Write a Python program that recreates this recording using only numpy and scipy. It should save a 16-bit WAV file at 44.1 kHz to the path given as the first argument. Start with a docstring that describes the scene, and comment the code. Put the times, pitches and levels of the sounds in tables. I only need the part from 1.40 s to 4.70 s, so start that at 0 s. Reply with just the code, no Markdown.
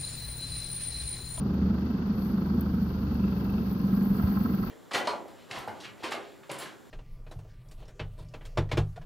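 """Uneven thumping of a small two-cylinder outboard idling on calm water, over a hum and a gurgle.
Each firing rings the exhaust leg (pulses into resonances) and rattles the cowling (gated noise, valve ticks).
The hull hums on engine orders (sines), the gas gurgles under water (noise pulsing once a turn).
Cooling water hisses, sprays and spatters, mostly left (shaped noise, decaying bursts).
Two knocks sound on the hull. Left and right are two microphone ports, nearly alike in the bass."""
import sys
import numpy as np
from scipy import signal
from scipy.fft import rfft, irfft
from scipy.io import wavfile

SR = 44100
rng = np.random.default_rng(int(sys.argv[2]) if len(sys.argv) > 2 else 0)


def dump(signal):
    """Clip the signal to [-1, 1] and save it as 16-bit WAV at the path in sys.argv[1]."""
    limited = np.clip(np.atleast_2d(signal).T, -1, 1)
    pcm = np.round(limited * 32767).astype(np.int16)
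    wavfile.write(sys.argv[1], SR, pcm)


def ratio_of_db(decibels):
    """Turn decibels (scalar or array-like) into linear amplitude factors; 0 dB maps to 1."""
    return 10 ** (np.asarray(decibels, float) / 20)


N = 145530  # samples

# All dB levels are relative; trims and filters follow.
# crank speed, one firing a turn: (time [s], speed [Hz])
CRANK_SPEED = [(0.0, 24.3), (0.15, 24.6), (0.9, 25.35), (1.2, 24.88), (1.65, 24.01), (2.0, 23.29),
               (2.3, 22.93), (2.85, 23.13), (3.1, 22.57), (3.3, 22.2)]
START_TURNS = 0.76
# wandering engine levels; of the last column and the high mode only the movement about the mean counts:
# (time [s], exhaust [dB], gurgle [dB], rattle [dB], high cowling mode [dB], third order [dB], other orders [dB])
ENGINE_LEVELS = [(0, -31.5, -41.5, -59, -66, -40, -26.5), (.24, -28, -41, -52.5, -68.5, -30, -40.5),
                 (.47, -32.5, -41, -52.5, -67, -36.5, -40), (.94, -29.5, -42, -54, -74.5, -46.5, -36.5),
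                 (1.18, -33, -40.5, -52, -78, -34, -33), (1.41, -27.5, -43.5, -56, -73, -36.5, -34),
                 (1.65, -34, -41.5, -56.5, -67, -34.5, -34.5), (1.89, -27, -41.5, -52, -59, -35, -32),
                 (2.12, -29.5, -40.5, -50.5, -63, -41, -39), (2.36, -30, -42, -53, -68, -46, -36),
                 (2.59, -23, -40.5, -46, -71, -47.5, -38.5), (2.83, -25.5, -39.5, -44.5, -68.5, -47, -40.5),
                 (3.3, -29.5, -41, -47, -63.5, -47, -39.5)]

# highest hiss swelling: (middle [s], length [s], level [dB], centre [Hz])
HISS_SWELLS = [(0.848, 0.26, -61, 12400), (2.735, 0.52, -60.5, 12250)]
SWELL_WIDTH_HZ, SWELL_LEFT_DB, SWELL_RIGHT_DB = 1900, 6, -8.5

# water hiss spectrum: (frequency [Hz], left [dB per Hz], right [dB per Hz])
HISS_SPECTRUM = [(690, -37.5, -28), (1560, -9, 9.5), (2420, -2, -18), (3100, -2, -13), (4090, -3.5, -13),
                 (4480, 4, -19), (5160, -4, -29), (6260, -10, -30), (7230, -20, -36.5),
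                 (8500, -40.5, -40.5), (9600, -43.5, -57.5)]
# hiss level: (time [s], level [dB])
HISS_LEVEL = [(0.0, -55.5), (0.91, -55), (3.15, -53.5), (3.3, -54)]
# hiss puffing with each firing: (time [s], depth [0-1])
HISS_PUFF = [(1.4, 0.12), (1.8, 0.12), (2.4, 0.08), (3.0, 0.16)]
HISS_WAVER_DB, HISS_WAVER_HZ = 0.64, 15

# spray spectrum: (frequency [Hz], left [dB per Hz], right [dB per Hz])
SPRAY_SPECTRUM = [(7000, -41.5, -25.5), (8400, -17.5, -52), (9700, -23.5, -12), (10100, -10.5, -15),
                  (12400, 13, 0.5), (14000, 10, 1.5), (15400, 12, 1.5), (16200, -23.5, -46)]
# spray level: (time [s], level [dB])
SPRAY_CURVE = [(0, -73), (.7, -72), (1.0, -68), (1.45, -65.5), (1.7, -67), (2.1, -64), (2.4, -63),
               (2.9, -57.5), (3.3, -59.5)]
SPRAY_DB, SPRAY_WAVER_DB, SPRAY_WAVER_HZ = 4.0, 0.91, 24
DROPS_PER_S, DROPS_DB, DROP_SPREAD_DB, DROP_T60_S = 250, -7, 3.5, 0.006
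# loud drops: (time [s], level [dB])
LOUD_DROPS = [(0.2539, -46), (0.3459, -47), (0.394, -44), (0.672, -43.5), (1.006, -43), (1.0639, -45),
              (1.21, -25), (1.43, -41.5), (1.7444, -39.5), (2.0535, -41), (2.102, -37), (2.2993, -38),
              (2.9555, -41), (3.037, -32.5), (3.1488, -28), (3.2168, -43)]
SPATTER_DB, SPATTER_CLICK_DB, SPATTER_T60_S = -4.5, -0.5, 0.0081
# duller drops: (time [s], level [dB])
DULL_DROPS = [(1.9928, -72), (2.4738, -66), (2.626, -60.5), (2.768, -57)]
DULL_HZ, DULL_WIDTH_HZ, DULL_T60_S = 7150, 800, 0.0086
DULL_DB, DULL_RIGHT_DB = 23.5, -13

# hull hum: (engine order [per turn], level [dB])
HUM_ORDERS = [(1, -34.5), (2, -18.5), (3, -0.5), (4, -12.5), (5, -7.5), (6, -5.5)]
HUM_DB, HUM_WAVER_DB, HUM_WAVER_HZ, HUM_FOLLOWS = -35.5, 0.5, 1.5, 0.39
# hull knocks: (time [s], level [dB])
HULL_KNOCKS = [(1.585, -24), (2.836, -14)]
KNOCK_HZ, KNOCK_WIDTH_HZ, KNOCK_DB = 78, 45, -4.0

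# gurgle spectrum: (frequency [Hz], level [dB per Hz])
GURGLE_SPECTRUM = [(25, -27.5), (45, -6), (160, -6), (200, 4.5), (250, -1.5), (330, -10), (450, -15),
                   (620, -25.5), (900, -25), (1400, -28), (2000, -77.5)]
# share of the gurgle that differs between ports: (frequency [Hz], gain [dB])
GURGLE_UNLIKE = [(60, -13.5), (200, -21), (400, -12.5), (800, -4.5)]
GURGLE_DB, GURGLE_DEPTH = 9.5, 0.15

# cowling modes: (centre [Hz], width [Hz], left [dB], right [dB])
COWL_MODES = [(776, 170, -1, -0.5), (1047, 79, 1.5, 2.5), (1290, 142, -2.5, 5.5), (1519, 180, 2, -1.5),
              (1840, 210, -4, -6.5), (3450, 690, -10, -30.5)]
# high mode with its own level: (centre [Hz], width [Hz], left [dB], right [dB])
HIGH_MODE = (2663.5, 108, -5, -15)
# rattle dulling with time: (time [s], slope [dB per octave])
RATTLE_SLOPE = [(.6, 8), (1.2, 0), (2.6, -5)]
RATTLE_DB, RATTLE_T60_S, RATTLE_FLOOR, RATTLE_SPREAD_DB = -0.47, 0.15, 0.46, 2
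RATTLE_ALIKE, RATTLE_LAG_S = 0.83, 0.00015
HIGH_TICK_DB, HIGH_T60_S, HIGH_BROAD_DB = 7, 0.025, -17.5
# two valve ticks a firing: (time [s], early tick [dB], late tick [dB])
VALVE_LEVELS = [(.7, 20, 20.5), (1.0, 28, 10), (1.9, 25.5, 22), (2.3, 15.5, 15.5), (3.3, 17, 17.5)]
EARLY_DELAY_S, LATE_DELAY_S, VALVE_WEAK_DB, VALVE_SPREAD_DB = 0.007, 0.013, -7, 2.0
VALVE_HZ, VALVE_WIDTH_HZ, VALVE_PEAK_DB, VALVE_CLICK_DB = 1384, 240, 13, -6.5
# harder clacks: (time [s])
CLACK_TIMES = [2.797, 2.971, 3.058, 3.235]
CLACK_DB = 28.5

# exhaust leg resonances, each applied twice: (centre [Hz], width [Hz], level [dB])
LEG_MODES = [(191.1, 40.6, 6.5), (225.4, 10.7, -1), (144.4, 43, -9.5), (335, 45, -17.5), (415, 66, -20.5)]
# softer swelling of the thump: (time [s], share [0-1])
THUMP_SOFTNESS = [(1.9, .1), (2.45, .9)]
SOFT_HZ, SOFT_WIDTH_HZ = 212, 85
THUMP_DB, EXHAUST_DELAY_S, JITTER_S, FIRING_SPREAD_DB = -0.77, 0.002957, 0.0003, 1.3
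WEAK_CYLINDER_DB, WEAK_LAG_S = -2.0, 0.0016
UPPER_LEG_HZ, UPPER_WEAK_DB = 280, 8  # the weak cylinder rings the upper leg modes harder
BASS_RIGHT_DB, BASS_LAG_S = 0.4, 0.00018


def rms_one(x):
    """Scale to rms 1."""
    return x / np.sqrt(np.mean(x ** 2) + 1e-20)


def in_time(rows):
    """Interpolate the columns of a time table to every sample."""
    time_s, *columns = np.transpose(rows)
    return [np.interp(np.arange(N) / SR, time_s, column) for column in columns]


def noise_pair():
    """Independent white noise for two channels."""
    return rng.standard_normal((2, N))


def colour(x, points):
    """Filter by dB over log frequency, one table column per channel."""
    hz, *db = np.transpose(points)
    log_hz = np.log(np.maximum(np.arange(N // 2 + 1) * SR / N, 1))
    gain_db = [np.interp(log_hz, np.log(hz), column) for column in db]
    return irfft(rfft(x) * ratio_of_db(gain_db), N)


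def drift(rate_hz):
    """Slow random wander of rms 1: two-pole smoothed noise, drawn every 40 samples."""
    r = np.exp(-80 * np.pi * rate_hz / SR)
    slow = signal.lfilter([1], [1, -2 * r, r * r], rng.standard_normal(N // 40 + 2002))
    slow = slow[2000:]  # skip the settling
    return np.interp(np.arange(N) / 40, np.arange(len(slow)), rms_one(slow - slow.mean()))


def resonance(x, hz, width_hz):
    """Two-pole band with peak gain 1."""
    r = np.exp(-np.pi * width_hz / SR)
    zeros = (1 - r * r) / 2 * np.array([1, 0, -1])
    poles = [1, -2 * r * np.cos(2 * np.pi * hz / SR), r * r]
    return signal.lfilter(zeros, poles, x + 1e-18)


def twice(x, hz, width_hz):
    """The same resonance applied twice: soft onset, steep skirts."""
    return resonance(resonance(x, hz, width_hz), hz, width_hz)


def clicks(time_s, db):
    """Single-sample clicks at given times and levels."""
    out = np.zeros(N)
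    np.add.at(out, np.clip((np.asarray(time_s) * SR).astype(int), 0, N - 1), ratio_of_db(db))
    return out


def dying(x, t60_s):
    """Each click starts an exponential decay."""
    return signal.lfilter([1], [1, -ratio_of_db(-60 / (t60_s * SR))], x + 1e-18)


def late(x, delay_s):
    """Delay x by a constant or varying time."""
    return np.interp(np.arange(N) - delay_s * SR, np.arange(N), x)


def crank_turns():
    """Crank angle in turns: the integral of speed."""
    return START_TURNS + np.cumsum(in_time(CRANK_SPEED)[0]) / SR


def firings(turns):
    """Firing times [s] at whole turns, and 1 for the weak cylinder, every second firing."""
    count = np.arange(1, int(turns[-1]) + 1)
    return np.searchsorted(turns, count) / SR, count % 2


def hiss_swells():
    """Highest hiss swelling: band noise under half-cosine envelopes."""
    time_s, noise = np.arange(N) / SR, noise_pair()
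    out = 0
    for middle_s, length_s, db, hz in HISS_SWELLS:
        envelope = np.cos(np.pi * np.clip((time_s - middle_s) / length_s, -.5, .5))
        out = out + ratio_of_db(db) * envelope * rms_one(twice(noise, hz, SWELL_WIDTH_HZ))
    return colour(out, [(9500, -13), (11500, 2)]) * ratio_of_db([[SWELL_LEFT_DB], [SWELL_RIGHT_DB]])


def hiss(turns):
    """Cooling water hiss: shaped noise, puffing once a firing."""
    level = ratio_of_db(in_time(HISS_LEVEL)[0] + HISS_WAVER_DB * drift(HISS_WAVER_HZ))
    puff = 1 + in_time(HISS_PUFF)[0] * np.cos(2 * np.pi * (turns - .2))
    return rms_one(colour(noise_pair(), HISS_SPECTRUM)) * level * puff


def spray_colour(x):
    """Spray spectrum, scaled so that unit white noise keeps rms 1 over both ports."""
    return colour(x, SPRAY_SPECTRUM) / np.std(colour(noise_pair(), SPRAY_SPECTRUM))


def spray():
    """Fine drops: noise raised by short decays at random times."""
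    level = ratio_of_db(in_time(SPRAY_CURVE)[0] + SPRAY_DB + SPRAY_WAVER_DB * drift(SPRAY_WAVER_HZ))
    size = ratio_of_db(DROP_SPREAD_DB * np.minimum(rng.exponential(1, N), 5))
    born = (rng.random(N) < DROPS_PER_S / SR) * size
    drops = rms_one(dying(born, DROP_T60_S))
    return spray_colour(level * noise_pair() * (1 + ratio_of_db(DROPS_DB) * drops))


def spatter():
    """Loud drops: a click and a decaying burst of random signs."""
    time_s, db = np.transpose(LOUD_DROPS)
    burst = clicks(time_s, db + SPATTER_DB)
    tail = np.sign(noise_pair()) * dying(burst, SPATTER_T60_S)
    return spray_colour(ratio_of_db(SPATTER_CLICK_DB) * burst + tail)


def dull_drops():
    """Duller drops: decaying noise bursts through one band."""
    time_s, db = np.transpose(DULL_DROPS)
    burst = noise_pair() * dying(clicks(time_s, db), DULL_T60_S)
    return resonance(burst, DULL_HZ, DULL_WIDTH_HZ) * ratio_of_db([[DULL_DB], [DULL_DB + DULL_RIGHT_DB]])


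def hull_hum(turns, third_db, orders_db):
    """Hull driven at low engine orders: sines locked to the crank."""
    others_db = HUM_DB + HUM_FOLLOWS * (orders_db - orders_db.mean())
    hum = np.zeros(N)
    for (order, db), start in zip(HUM_ORDERS, rng.random(len(HUM_ORDERS))):
        own_db = third_db if order == 3 else others_db + HUM_WAVER_DB * drift(HUM_WAVER_HZ)
        hum += np.sqrt(2) * ratio_of_db(db + own_db) * np.sin(2 * np.pi * (order * turns + start))
    return hum


def hull_knocks():
    """Knocks on the hull: clicks through a low resonance twice, scaled by the peak."""
    time_s, db = np.transpose(HULL_KNOCKS)
    knock = twice(clicks(time_s, db), KNOCK_HZ, KNOCK_WIDTH_HZ)
    return ratio_of_db(KNOCK_DB + np.max(db)) * knock / np.abs(knock).max()


def gurgle(turns, gurgle_db):
    """Gas under water: noise pulsing once a turn; returns the shared part and the opposed pair."""
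    pulse = 1 + GURGLE_DEPTH * np.cos(2 * np.pi * (turns - .4))
    noise = rms_one(colour(noise_pair() * pulse, GURGLE_SPECTRUM))
    mid, side = ratio_of_db(gurgle_db + GURGLE_DB) * noise
    return mid, colour(side, GURGLE_UNLIKE) * [[1], [-1]]


def valve_ticks(fired_s, weak):
    """Early and late valve clicks a firing, plus clacks; returns all of them and the unscaled early ones."""
    early_db, late_db = in_time(VALVE_LEVELS)
    early_luck, late_luck = VALVE_SPREAD_DB * rng.standard_normal((2, len(fired_s)))
    early = clicks(fired_s + EARLY_DELAY_S, early_luck)
    after = clicks(fired_s + LATE_DELAY_S, VALVE_WEAK_DB * weak + late_luck)
    return ratio_of_db(early_db) * early + ratio_of_db(late_db) * after + clicks(CLACK_TIMES, CLACK_DB), early


def high_cowling(early):
    """High cowling mode: noise, louder after each early tick, through a narrow band."""
    hz, width_hz, left_db, right_db = HIGH_MODE
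    struck = (RATTLE_FLOOR + ratio_of_db(HIGH_TICK_DB) * dying(early, HIGH_T60_S)) * noise_pair()
    broad = resonance(struck, hz, 12 * width_hz)
    ring = resonance(broad, hz, width_hz) + ratio_of_db(HIGH_BROAD_DB) * broad
    return ratio_of_db([[left_db], [right_db]]) / np.sqrt(width_hz) * ring


def cowling(fired_s, weak, rattle_db, high_db):
    """Cowling modes rung by noise that decays after each firing, and by valve ticks."""
    firing_clicks = clicks(fired_s, RATTLE_SPREAD_DB * rng.standard_normal(len(fired_s)))
    gate = RATTLE_FLOOR + dying(firing_clicks, RATTLE_T60_S)
    shared, *own = gate * rng.standard_normal((3, N))
    valve, early = valve_ticks(fired_s, weak)
    shared = np.sqrt(RATTLE_ALIKE) * shared + ratio_of_db(VALVE_CLICK_DB) * valve
    shared = shared + ratio_of_db(VALVE_PEAK_DB) * resonance(valve, VALVE_HZ, VALVE_WIDTH_HZ)
    shake = np.array([shared, late(shared, RATTLE_LAG_S)]) + np.sqrt(1 - RATTLE_ALIKE) * np.array(own)
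    slope_db = in_time(RATTLE_SLOPE)[0]
    rings = 0
    for hz, width_hz, left_db, right_db in COWL_MODES:
        octaves = np.clip(np.log2(hz / VALVE_HZ), -.5, .5)
        gain = ratio_of_db([[left_db], [right_db]] + slope_db * octaves) / np.sqrt(width_hz)
        rings = rings + gain * resonance(resonance(shake, hz, 3 * width_hz), hz, width_hz)
    high_level = ratio_of_db(rattle_db.mean() + high_db - high_db.mean())
    scale = ratio_of_db(RATTLE_DB) / np.std(rings)
    return scale * (ratio_of_db(rattle_db) * rings + high_level * high_cowling(early))


def exhaust_thump(fired_s, weak, exhaust_db):
    """Firing pulses ring the exhaust leg; the weak cylinder comes softer and later."""
    time_luck, level_luck = rng.standard_normal((2, len(fired_s)))
    thump_s = fired_s + EXHAUST_DELAY_S + WEAK_LAG_S * weak + JITTER_S * time_luck
    thump_db = WEAK_CYLINDER_DB * weak + FIRING_SPREAD_DB * level_luck
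    lower = clicks(thump_s, thump_db)
    upper = clicks(thump_s, thump_db + UPPER_WEAK_DB * (weak - .5))
    ring = np.zeros(N)
    for hz, width_hz, db in LEG_MODES:
        ring += ratio_of_db(db) * twice(upper if hz > UPPER_LEG_HZ else lower, hz, width_hz)
    soft = in_time(THUMP_SOFTNESS)[0]
    softened = rms_one(resonance(ring, SOFT_HZ, SOFT_WIDTH_HZ))
    thump = (1 - soft) * rms_one(ring) + soft * softened
    return ratio_of_db(exhaust_db + THUMP_DB) * rms_one(thump)


def water(turns):
    """Hiss, spray and single drops."""
    return hiss_swells() + hiss(turns) + spray() + spatter() + dull_drops()


def engine(turns):
    """Bass nearly alike in both ports, the left lagging more and more; cowling in stereo."""
    exhaust_db, gurgle_db, rattle_db, high_db, third_db, orders_db = in_time(ENGINE_LEVELS)
    fired_s, weak = firings(turns)
    gurgle_mid, gurgle_pair = gurgle(turns, gurgle_db)
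    bass = hull_hum(turns, third_db, orders_db) + hull_knocks() + gurgle_mid
    bass = bass + exhaust_thump(fired_s, weak, exhaust_db)
    pair = np.array([late(bass, np.linspace(0, BASS_LAG_S, N)), ratio_of_db(BASS_RIGHT_DB) * bass])
    return pair + gurgle_pair + cowling(fired_s, weak, rattle_db, high_db)


def scene():
    """Water and engine on one crank."""
    turns = crank_turns()
    return water(turns) + engine(turns)


def roll_off(x):
    """The treble ends steeply here."""
    return signal.sosfilt(signal.butter(12, 16410, fs=SR, output="sos"), x)


def record(dry):
    """Cut the top steeply: 45 dB down from 16.1 kHz."""
    low_pass = signal.cheby2(24, 45, 16100, fs=SR, output="sos")
    mix = signal.sosfilt(low_pass, dry)
    return roll_off(mix)


dry = scene()
out = record(dry)
dump(out)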